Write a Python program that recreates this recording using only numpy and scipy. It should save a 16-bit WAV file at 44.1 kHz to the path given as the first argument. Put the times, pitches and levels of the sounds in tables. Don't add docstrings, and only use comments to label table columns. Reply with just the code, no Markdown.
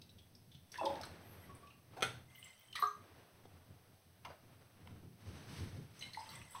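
import sys
import numpy as np
from scipy import signal
from scipy.fft import rfft, irfft, next_fast_len
from scipy.io import wavfile
from scipy.ndimage import map_coordinates

SR = 44100
rng = np.random.default_rng(int(sys.argv[2]) if len(sys.argv) > 2 else 0)


def inscribe(sig):
    pcm = np.round(np.clip(np.atleast_2d(sig).T, -1, 1) * 32767)
    wavfile.write(sys.argv[1], SR, pcm.astype(np.int16))


N = 291060

# middle in seconds, length in seconds, dull rumble in relative dB,
# cloth swish in dB before its flutter.
ARM_MOVES = [(0.1, 0.92, -63, -78), (0.95, .32, -61, -56), (1.36, 0.7, -56.5, -62),
             (2.078, 0.28, -54.5, -60), (3.11, 0.42, -79, -67), (3.595, 1, -73.5, -70.5),
             (4.292, 0.084, -72, -67), (4.535, 0.55, -65, -69), (4.936, 0.31, -56.5, -68.5),
             (5.376, 0.36, -53, -65.5), (5.643, 0.45, -46, -64.5), (6.353, 1, -62, -73)]
REST_RUMBLE_DB = -63.5
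# frequency in Hz, relative level in dB.
RUMBLE_SPECTRUM = [(20, 7.5), (55, -19.5), (85, 1.5), (120, -4), (200, -10), (300, -16.5), (500, -24),
                   (1000, -60.5), (3000, -87)]
# frequency in Hz, relative level in dB.
CLOTH_SPECTRUM = [(100, -16), (300, 2.5), (650, 1.5), (900, -2), (1500, -3.5), (2500, -8), (6000, -18.5),
                  (16000, -30)]
# time in seconds, level in dB before its flutter.
SLEEVE_SLIDE = [(5.1, -86), (5.3, -63), (5.45, -64.5), (5.56, -54), (5.68, -60.5), (5.78, -65), (5.9, -75),
                (6, -65)]
# frequency in Hz, relative level in dB.
SLEEVE_SPECTRUM = [(500, 2), (1500, 3.5), (3500, 1), (6000, -1), (10000, -7.5), (16000, -20.5)]
# frequency in Hz, relative level in dB.
HISS_SPECTRUM = [(24, 8), (45, -7.5), (100, 17.5), (300, 2), (700, 20), (1200, 8.5), (3000, 10.5),
                 (6000, 9), (16000, 7)]
# frequency in Hz, time to fall 60 dB in seconds.
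ROOM_DECAY = [(100, 1), (400, 0.25), (1200, 0.35), (4000, 0.35), (12000, 0.32)]
# start in seconds, dry peak in dB, centre in Hz,
# time to fall 60 dB in seconds.
BOTTLE_SNAPS = [(0.016, -48, 3970, 0.056), (0.091, -52.5, 3800, 0.088), (0.184, -54.5, 3370, 0.12),
                (0.351, -52, 5360, 0.037), (0.516, -53, 3520, 0.19), (0.546, -53.5, 3380, 0.079),
                (0.718, -44.5, 5670, 0.083), (0.742, -41, 1950, 0.033), (0.755, -40.5, 1800, 0.074),
                (0.775, -44, 4630, 0.058), (0.853, -39, 4930, 0.031), (0.857, -35.5, 3310, 0.049),
                (0.953, -45.5, 3740, 0.051), (0.958, -48, 1700, 0.05), (1.013, -42, 5300, 0.036),
                (1.0337, -39, 4130, 0.062), (1.0345, -40.5, 1480, 0.038), (1.052, -48, 8300, 0.035)]
# start in seconds, end in seconds.
CRINKLE_SPAN = (0.73, 0.88)
# start in seconds, dry peak in dB, centre in Hz,
# time to fall 60 dB in seconds.
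BENCH_BUMPS = [(0.545, -51, 165, .17), (1.112, -44, 125, 0.023), (1.934, -53.5, 1020, 0.065),
               (1.966, -41, 540, 0.24), (3.4525, -47.5, 480, 0.046), (4.248, -52, 680, 0.34),
               (4.2485, -45.5, 1165, .1), (4.249, -41.5, 2170, 0.052), (4.301, -44.5, 648, .12),
               (4.873, -48, 970, 0.012), (4.8735, -51, 2810, 0.0086), (5.745, -41, 168, 0.095)]
# start in seconds, end in seconds,
# flow in relative dB, ring in Hz, ring gain in dB.
WATER_RUNS = [(0.73, 0.88, -65, 3414, 22.5), (1.24, 1.501, -71, 1950, 10), (2.308, 2.501, -71, 2080, 11),
              (2.479, 2.715, -69, 3100, 12.5), (2.781, 2.841, -60, 1700, 1.5),
              (6.019, 6.06, -59.5, 2140, 15.5), (6.149, 6.601, -61, 950, -6),
              (6.27, 6.348, -58.5, 1280, -8)]
SWELL_S, EBB_S = .03, .06
# frequency in Hz, relative level in dB.
STREAM_SPECTRUM = [(200, -2), (600, 9), (1100, 4), (2000, 1.5), (4000, -5.5), (6000, -5.5), (9000, -12.5),
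                   (16000, -27)]
# centre in Hz, width in Hz, gain in dB.
VESSEL_MODES = [(960, 140, -4), (2076, 110, 2.5), (3250, 680, 1), (4270, 110, -12), (8300, 1800, 10.5)]
# start in seconds, dry peak in dB, starting pitch in Hz,
# time to fall 60 dB in seconds.
LARGE_BUBBLES = [(0.782, -39.5, 962.5, .15), (0.791, -41, 960, 0.049), (0.791, -47.5, 2630, 0.084),
                 (0.812, -29, 844, 0.026), (0.816, -39, 650, 0.091), (0.832, -36.5, 1029, 0.045),
                 (0.833, -38, 541.6, 0.29), (0.84, -38.5, 331, 0.094), (0.858, -33, 882, 0.12),
                 (0.868, -35.5, 549, 0.036), (0.899, -34.5, 836, .06), (0.943, -51.5, 902, 0.38),
                 (1.491, -55, 1110, 0.17), (1.626, -57, 1119, 0.23), (1.98, -50, 763, 0.24),
                 (2.428, -44, 2960, 0.016), (2.754, -40.5, 1253, 0.036), (2.791, -39.5, 1170, 0.04),
                 (2.8239, -23.5, 1189, 0.053), (2.836, -25.5, 1237, 0.052), (2.871, -48.5, 6200, 0.03),
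                 (6.172, -37.5, 885, .07), (6.206, -48, 910, 0.034), (6.549, -43, 980, 0.039)]
BUBBLE_RISE_SHARE = 0.027
# start in seconds, end in seconds.
GURGLE_SPAN = (0.81, 1)
# start in seconds, dry peak in dB, centre in Hz,
# time to fall 60 dB in seconds.
WATER_SLAPS = [(0.9, -57, 15100, 0.042), (1.55, -54, 9200, .06), (1.671, -54, 3120, 0.043),
               (1.703, -53.5, 2730, 0.059), (2.35, -51.5, 2940, 0.066), (2.352, -54, 14400, 0.15),
               (2.385, -55, 8700, 0.22), (2.44, -46.5, 7700, 0.064), (2.591, -56.5, 15100, 0.055),
               (2.727, -43, 3200, .05), (2.7532, -36, 3830, .07), (2.755, -38, 1950, 0.16),
               (2.797, -43, 13050, 0.05), (2.822, -37.5, 3970, 0.035), (5.992, -45.5, 6300, 0.08),
               (6.009, -43.5, 3960, 0.26), (6.023, -36, 2900, 0.024), (6.132, -42.5, 4380, 0.1),
               (6.146, -44, 2030, 0.019), (6.192, -50, 4940, 0.27), (6.29, -44, 4400, .1),
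               (6.3, -56, 13700, .15), (6.355, -47.5, 8700, .04), (6.415, -49.5, 2570, 0.077),
               (6.506, -49.5, 8300, 0.27), (6.548, -44.5, 1070, 0.12), (6.555, -47, 3330, 0.071)]
# time in seconds, guide pitch in Hz, guide level in dB.
WHISTLE_PATH = [(1.2, 11100, -95), (1.25, 12100, -74), (1.305, 13400, -64.5), (1.335, 13500, -64),
                (1.395, 12050, -72), (1.455, 12200, -65), (1.5, 11400, -83)]
# lead in seconds, pitch ratio, level offset in dB.
WHISTLE_STRANDS = [(0.0031, 0.96, -2), (0.035, 0.98, -6), (0, .77, -9)]
# start in seconds, relative level in dB.
GLASS_CONTACTS = [(2.008, -18.5), (2.0235, -1.5), (2.0281, 3)]
# frequency in Hz, relative level in dB,
# time to fall 60 dB in seconds.
GLASS_MODES = [(122, -10.5, 1), (441, -19.5, 0.29), (567, -10, 0.1), (779, -6.5, 0.19), (1372, -2.5, 0.21),
               (1466, -7, 0.17), (2000, -19, 0.3), (2160, -8.5, 0.09), (2485, -1.5, 0.094),
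               (3100, -10, 0.097), (2940, -23.5, 0.16), (3350, 3.5, 0.029), (4060, -11.5, 0.064),
               (6140, -7, 0.045)]
# frequency in Hz, relative level in dB.
CLACK_SPECTRUM = [(100, -10), (300, -10), (500, -3.5), (1000, -9.5), (1450, -4.5), (2000, -9), (3600, -7.5),
                  (5000, -20.5), (6200, -13.5), (10000, -21), (16000, -38)]
# frequency in Hz, level in dB, time to fall 60 dB in seconds.
COLUMN_MODES = [(415.6, -49, 0.44), (732, -43, 0.18), (1318, -38.5, 0.12), (1616, -46.5, 0.37)]
PLOP_S = 2.826
TOP_HZ = 15800


def amp(db):
    return 10 ** (np.asarray(db) / 20)


def unit(x):
    return x / np.sqrt(np.mean(x ** 2) + 1e-20)


def along(points, hz):
    f, values = np.transpose(points)
    return np.interp(np.log(hz + 1), np.log(f + 1), values)


def curves(rows, outside=None):
    times, *columns = np.transpose(rows)
    now = np.arange(N) / SR
    return [np.interp(now, times, column, outside, outside) for column in columns]


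def wobble(rate):
    knots = rng.standard_normal(int(N * rate / SR) + 4)
    return map_coordinates(knots, [np.arange(N) * rate / SR])


def filtered(x, response):
    size = next_fast_len(len(x) + SR // 4)
    spectrum = rfft(x, size) * response(np.fft.rfftfreq(size, 1 / SR))
    return irfft(spectrum, size)[:len(x)]


def coloured(x, db_of, size=4096):
    cepstrum = irfft(np.log(amp(db_of(np.fft.rfftfreq(size, 1 / SR)))))
    cepstrum[1:size // 2] *= 2
    cepstrum[size // 2 + 1:] = 0
    impulse = irfft(np.exp(rfft(cepstrum)))
    return signal.fftconvolve(x, impulse)[:len(x)]


def noise(spectrum):
    return unit(filtered(rng.standard_normal(N), lambda hz: amp(along(spectrum, hz))))


def fade(t, t60):
    return np.exp(-np.log(1000) * t / t60)


def add(track, s, x):
    part = track[max(round(s * SR), 0):][:len(x)]
    part += x[:len(part)]


def resonances(modes, f):
    return sum(amp(db) * 1j * f * width / (centre * centre - f * f + 1j * f * width)
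               for centre, width, db in modes)


def ripple(hz, spacing_hz):
    return map_coordinates(rng.standard_normal(400), [hz / spacing_hz], mode="nearest")


def ringing(modes, attack):
    t = np.arange(SR * 3 // 4) / SR
    ring = sum(amp(db) * fade(t, t60) * np.sin(2 * np.pi * hz * t) for hz, db, t60 in modes)
    return (1 - np.exp(-t / attack)) * ring


def scatter(span, count, level_db, spread_db, centre_hz, spread_octaves, t60):
    times = np.linspace(*span, count)
    step = times[1] - times[0]
    rows = []
    for s, (late, size, pitch) in zip(times, rng.uniform(-1, 1, (count, 3))):
        hz = centre_hz * 2 ** (spread_octaves * pitch)
        rows.append((s + step * late / 2, level_db + spread_db * size, hz, t60))
    return rows


def in_room(x, wet_db, delay=0.0067):
    hz, t, grid = signal.stft(rng.standard_normal(SR // 3), SR, nperseg=256)
    decay = fade(t, along(ROOM_DECAY, hz)[:, None])
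    tail = signal.istft(grid * decay, SR, nperseg=256)[1]
    wet = signal.fftconvolve(x, np.pad(tail, (round(delay * SR), 0)))[:len(x)]
    return x + amp(wet_db) * np.std(x) * unit(wet)


def room_hiss():
    return amp(-72) * noise(HISS_SPECTRUM)


def swell(middle, length):
    return np.exp(-(2 * (np.arange(N) / SR - middle) / length) ** 2)


def arm(rumble_db=-1, flutter_db=1.5, jolt_db=3.0):
    speeds = np.array([swell(middle, length) for middle, length, _, _ in ARM_MOVES])
    rumble, swish = amp(np.transpose(ARM_MOVES)[2:]) @ speeds
    slide, = curves(SLEEVE_SLIDE, outside=-120)
    cloth = swish * noise(CLOTH_SPECTRUM) + amp(slide) * noise(SLEEVE_SPECTRUM)
    jolts = amp(rumble_db + jolt_db * wobble(14))
    thud = (rumble + amp(REST_RUMBLE_DB)) * jolts * noise(RUMBLE_SPECTRUM)
    return thud + cloth * amp(flutter_db * wobble(45))


def bursts(rows, peak_db, skirt_db, ripple_db, rise, wet_db, grit=0.27):
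    out, t = np.zeros(N), np.arange(SR // 3) / SR
    for s, db, centre, t60 in rows:
        clumps = np.exp(grit * np.interp(t, np.linspace(0, t[-1], 256), rng.standard_normal(256)))
        burst = rng.standard_normal(len(t)) * clumps * fade(t, t60) * (1 - np.exp(-t / rise))

        def tone(hz):
            octaves = np.log2((hz + 20) / centre)
            peak = peak_db / (1 + (octaves / 0.13) ** 2)
            skirt = skirt_db * np.log2(1 + octaves ** 2)
            return peak - skirt + ripple_db * ripple(hz, spacing_hz=220.0)

        burst = coloured(burst, tone)
        add(out, s, amp(db) * in_room(burst / abs(burst).max(), wet_db))
    return out


def bottle():
    crinkle = scatter(CRINKLE_SPAN, count=18, level_db=-56, spread_db=-4, centre_hz=3800,
                      spread_octaves=1.4, t60=0.0086)
    return bursts(BOTTLE_SNAPS + crinkle, peak_db=12, skirt_db=9, ripple_db=2.5, rise=0.00015, wet_db=-5.5)


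def bench():
    return bursts(BENCH_BUMPS, peak_db=8.5, skirt_db=8.5, ripple_db=5.5, rise=0.00045, wet_db=-8)


def gush(start, end):
    t = np.arange(N) / SR
    return np.exp(np.minimum(t - start, 0) / SWELL_S - np.maximum(t - end, 0) / EBB_S)


def stream(count=4500, life=0.04, spread_db=5.0, grain_db=-4, wash_db=-6.0, crowding=.6, surge_db=2.5):
    flow = sum(amp(db) * gush(start, end) for start, end, db, _, _ in WATER_RUNS)
    flow_db = 20 * np.log10(flow + 1e-9) + surge_db * wobble(20)
    density = amp(crowding * flow_db)
    draw, t = rng.random((count, 3)), np.arange(SR // 40) / SR
    start = np.searchsorted(np.cumsum(density), draw[:, :1] * density.sum()).clip(0, N - 1)
    hz = 1000 * (13000 / 1000) ** draw[:, 1:2]
    size_db = -spread_db * np.log(np.maximum(draw[:, 2:], .03)) + flow_db[start]
    size = amp(size_db) / np.sqrt(density[start]) * hz ** 0.31
    age = t / life * np.sqrt(hz / 3000)
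    tones = np.sin(2 * np.pi * hz * t * (1 + 0.01 * age))
    grains = size * tones * fade(age, 0.72) * np.minimum(age / 0.06, 1)

    def colour(f):
        return amp(along(STREAM_SPECTRUM, f)) * (1 + resonances(VESSEL_MODES, f))

    swarm = np.bincount((start + np.arange(len(t))).ravel(), grains.ravel(), N)[:N]
    swarm = in_room(filtered(swarm, lambda f: colour(f) * np.sqrt(f)), wet_db=-9.0)
    wash = amp(flow_db) * unit(filtered(rng.standard_normal(N), colour))
    return amp(grain_db) * np.std(wash) * unit(swarm) + amp(wash_db) * wash


def air_space(water, width_hz=60):
    out = np.zeros(N)
    for start, end, _, hz, db in WATER_RUNS:
        out += filtered(water * gush(start, end), lambda f: resonances([(hz, width_hz, db)], f))
    return out


def bubbles(climb=.4, shiver=0.016, shiver_rate=250):
    out, t = np.zeros(N), np.arange(SR // 3) / SR
    gurgle = scatter(GURGLE_SPAN, count=12, level_db=-42.5, spread_db=-3, centre_hz=480,
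                     spread_octaves=0.89, t60=0.028)
    for s, db, hz, t60 in LARGE_BUBBLES + gurgle:
        swing = (1 - np.exp(-(t / (BUBBLE_RISE_SHARE * t60)) ** 2)) * fade(t, t60)
        shape = np.interp(t * shiver_rate, np.arange(400), rng.standard_normal(400))
        pitch = hz * (1 + climb * t + shiver * shape)
        ring = swing / swing.max() * np.sin(2 * np.pi * np.cumsum(pitch) / SR)
        add(out, s, amp(db) * in_room(ring, wet_db=-3.0))
    return out


def splashes():
    return bursts(WATER_SLAPS, peak_db=17.5, skirt_db=8, ripple_db=3.5, rise=0.00039, wet_db=-3.5)


def whistle(waver_hz=50):
    out = np.zeros(N)
    hz, db = curves(WHISTLE_PATH, outside=0)
    for lead, ratio, strand_db in WHISTLE_STRANDS:
        pitch = ratio * hz + waver_hz * wobble(190)
        level = amp(db + strand_db) * (hz > 0)
        tone = level * np.sin(2 * np.pi * np.cumsum(pitch) / SR)
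        out += np.roll(tone, -round(lead * SR))
    return out


def knocks(ring_db=-35, clack_db=-17):
    out, ring = np.zeros(N), ringing(GLASS_MODES, attack=0.00055)
    t = np.arange(len(ring)) / SR
    for s, db in GLASS_CONTACTS:
        rattle = .08 * rng.standard_normal(len(t)) * fade(t, .04)
        contact = (t == 0) + rattle
        clack = coloured(contact, lambda hz: along(CLACK_SPECTRUM, hz))
        clack = in_room(clack / abs(clack).max(), wet_db=-4.0)
        add(out, s, amp(db) * (amp(ring_db) * ring + amp(clack_db) * clack))
    return out


def air_column():
    out = np.zeros(N)
    add(out, PLOP_S, ringing(COLUMN_MODES, attack=0.0013))
    return out


def scene():
    pour = stream()
    water = pour + air_space(pour) + bubbles() + splashes() + air_column()
    handling = arm() + bottle() + bench() + knocks()
    return (water + handling + whistle() + room_hiss())[None]


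def record(dry, notch_hz=7060, notch_width_hz=370, notch_db=36, low_hz=72):
    def tone(hz):
        notch = -notch_db * np.exp(-((hz - notch_hz) / notch_width_hz) ** 2)
        low_cut = -19 / (1 + (hz / low_hz) ** 22)
        return notch + low_cut

    return filtered(coloured(dry[0], tone), lambda hz: hz < TOP_HZ)[None]


dry = scene()
out = record(dry)
inscribe(out)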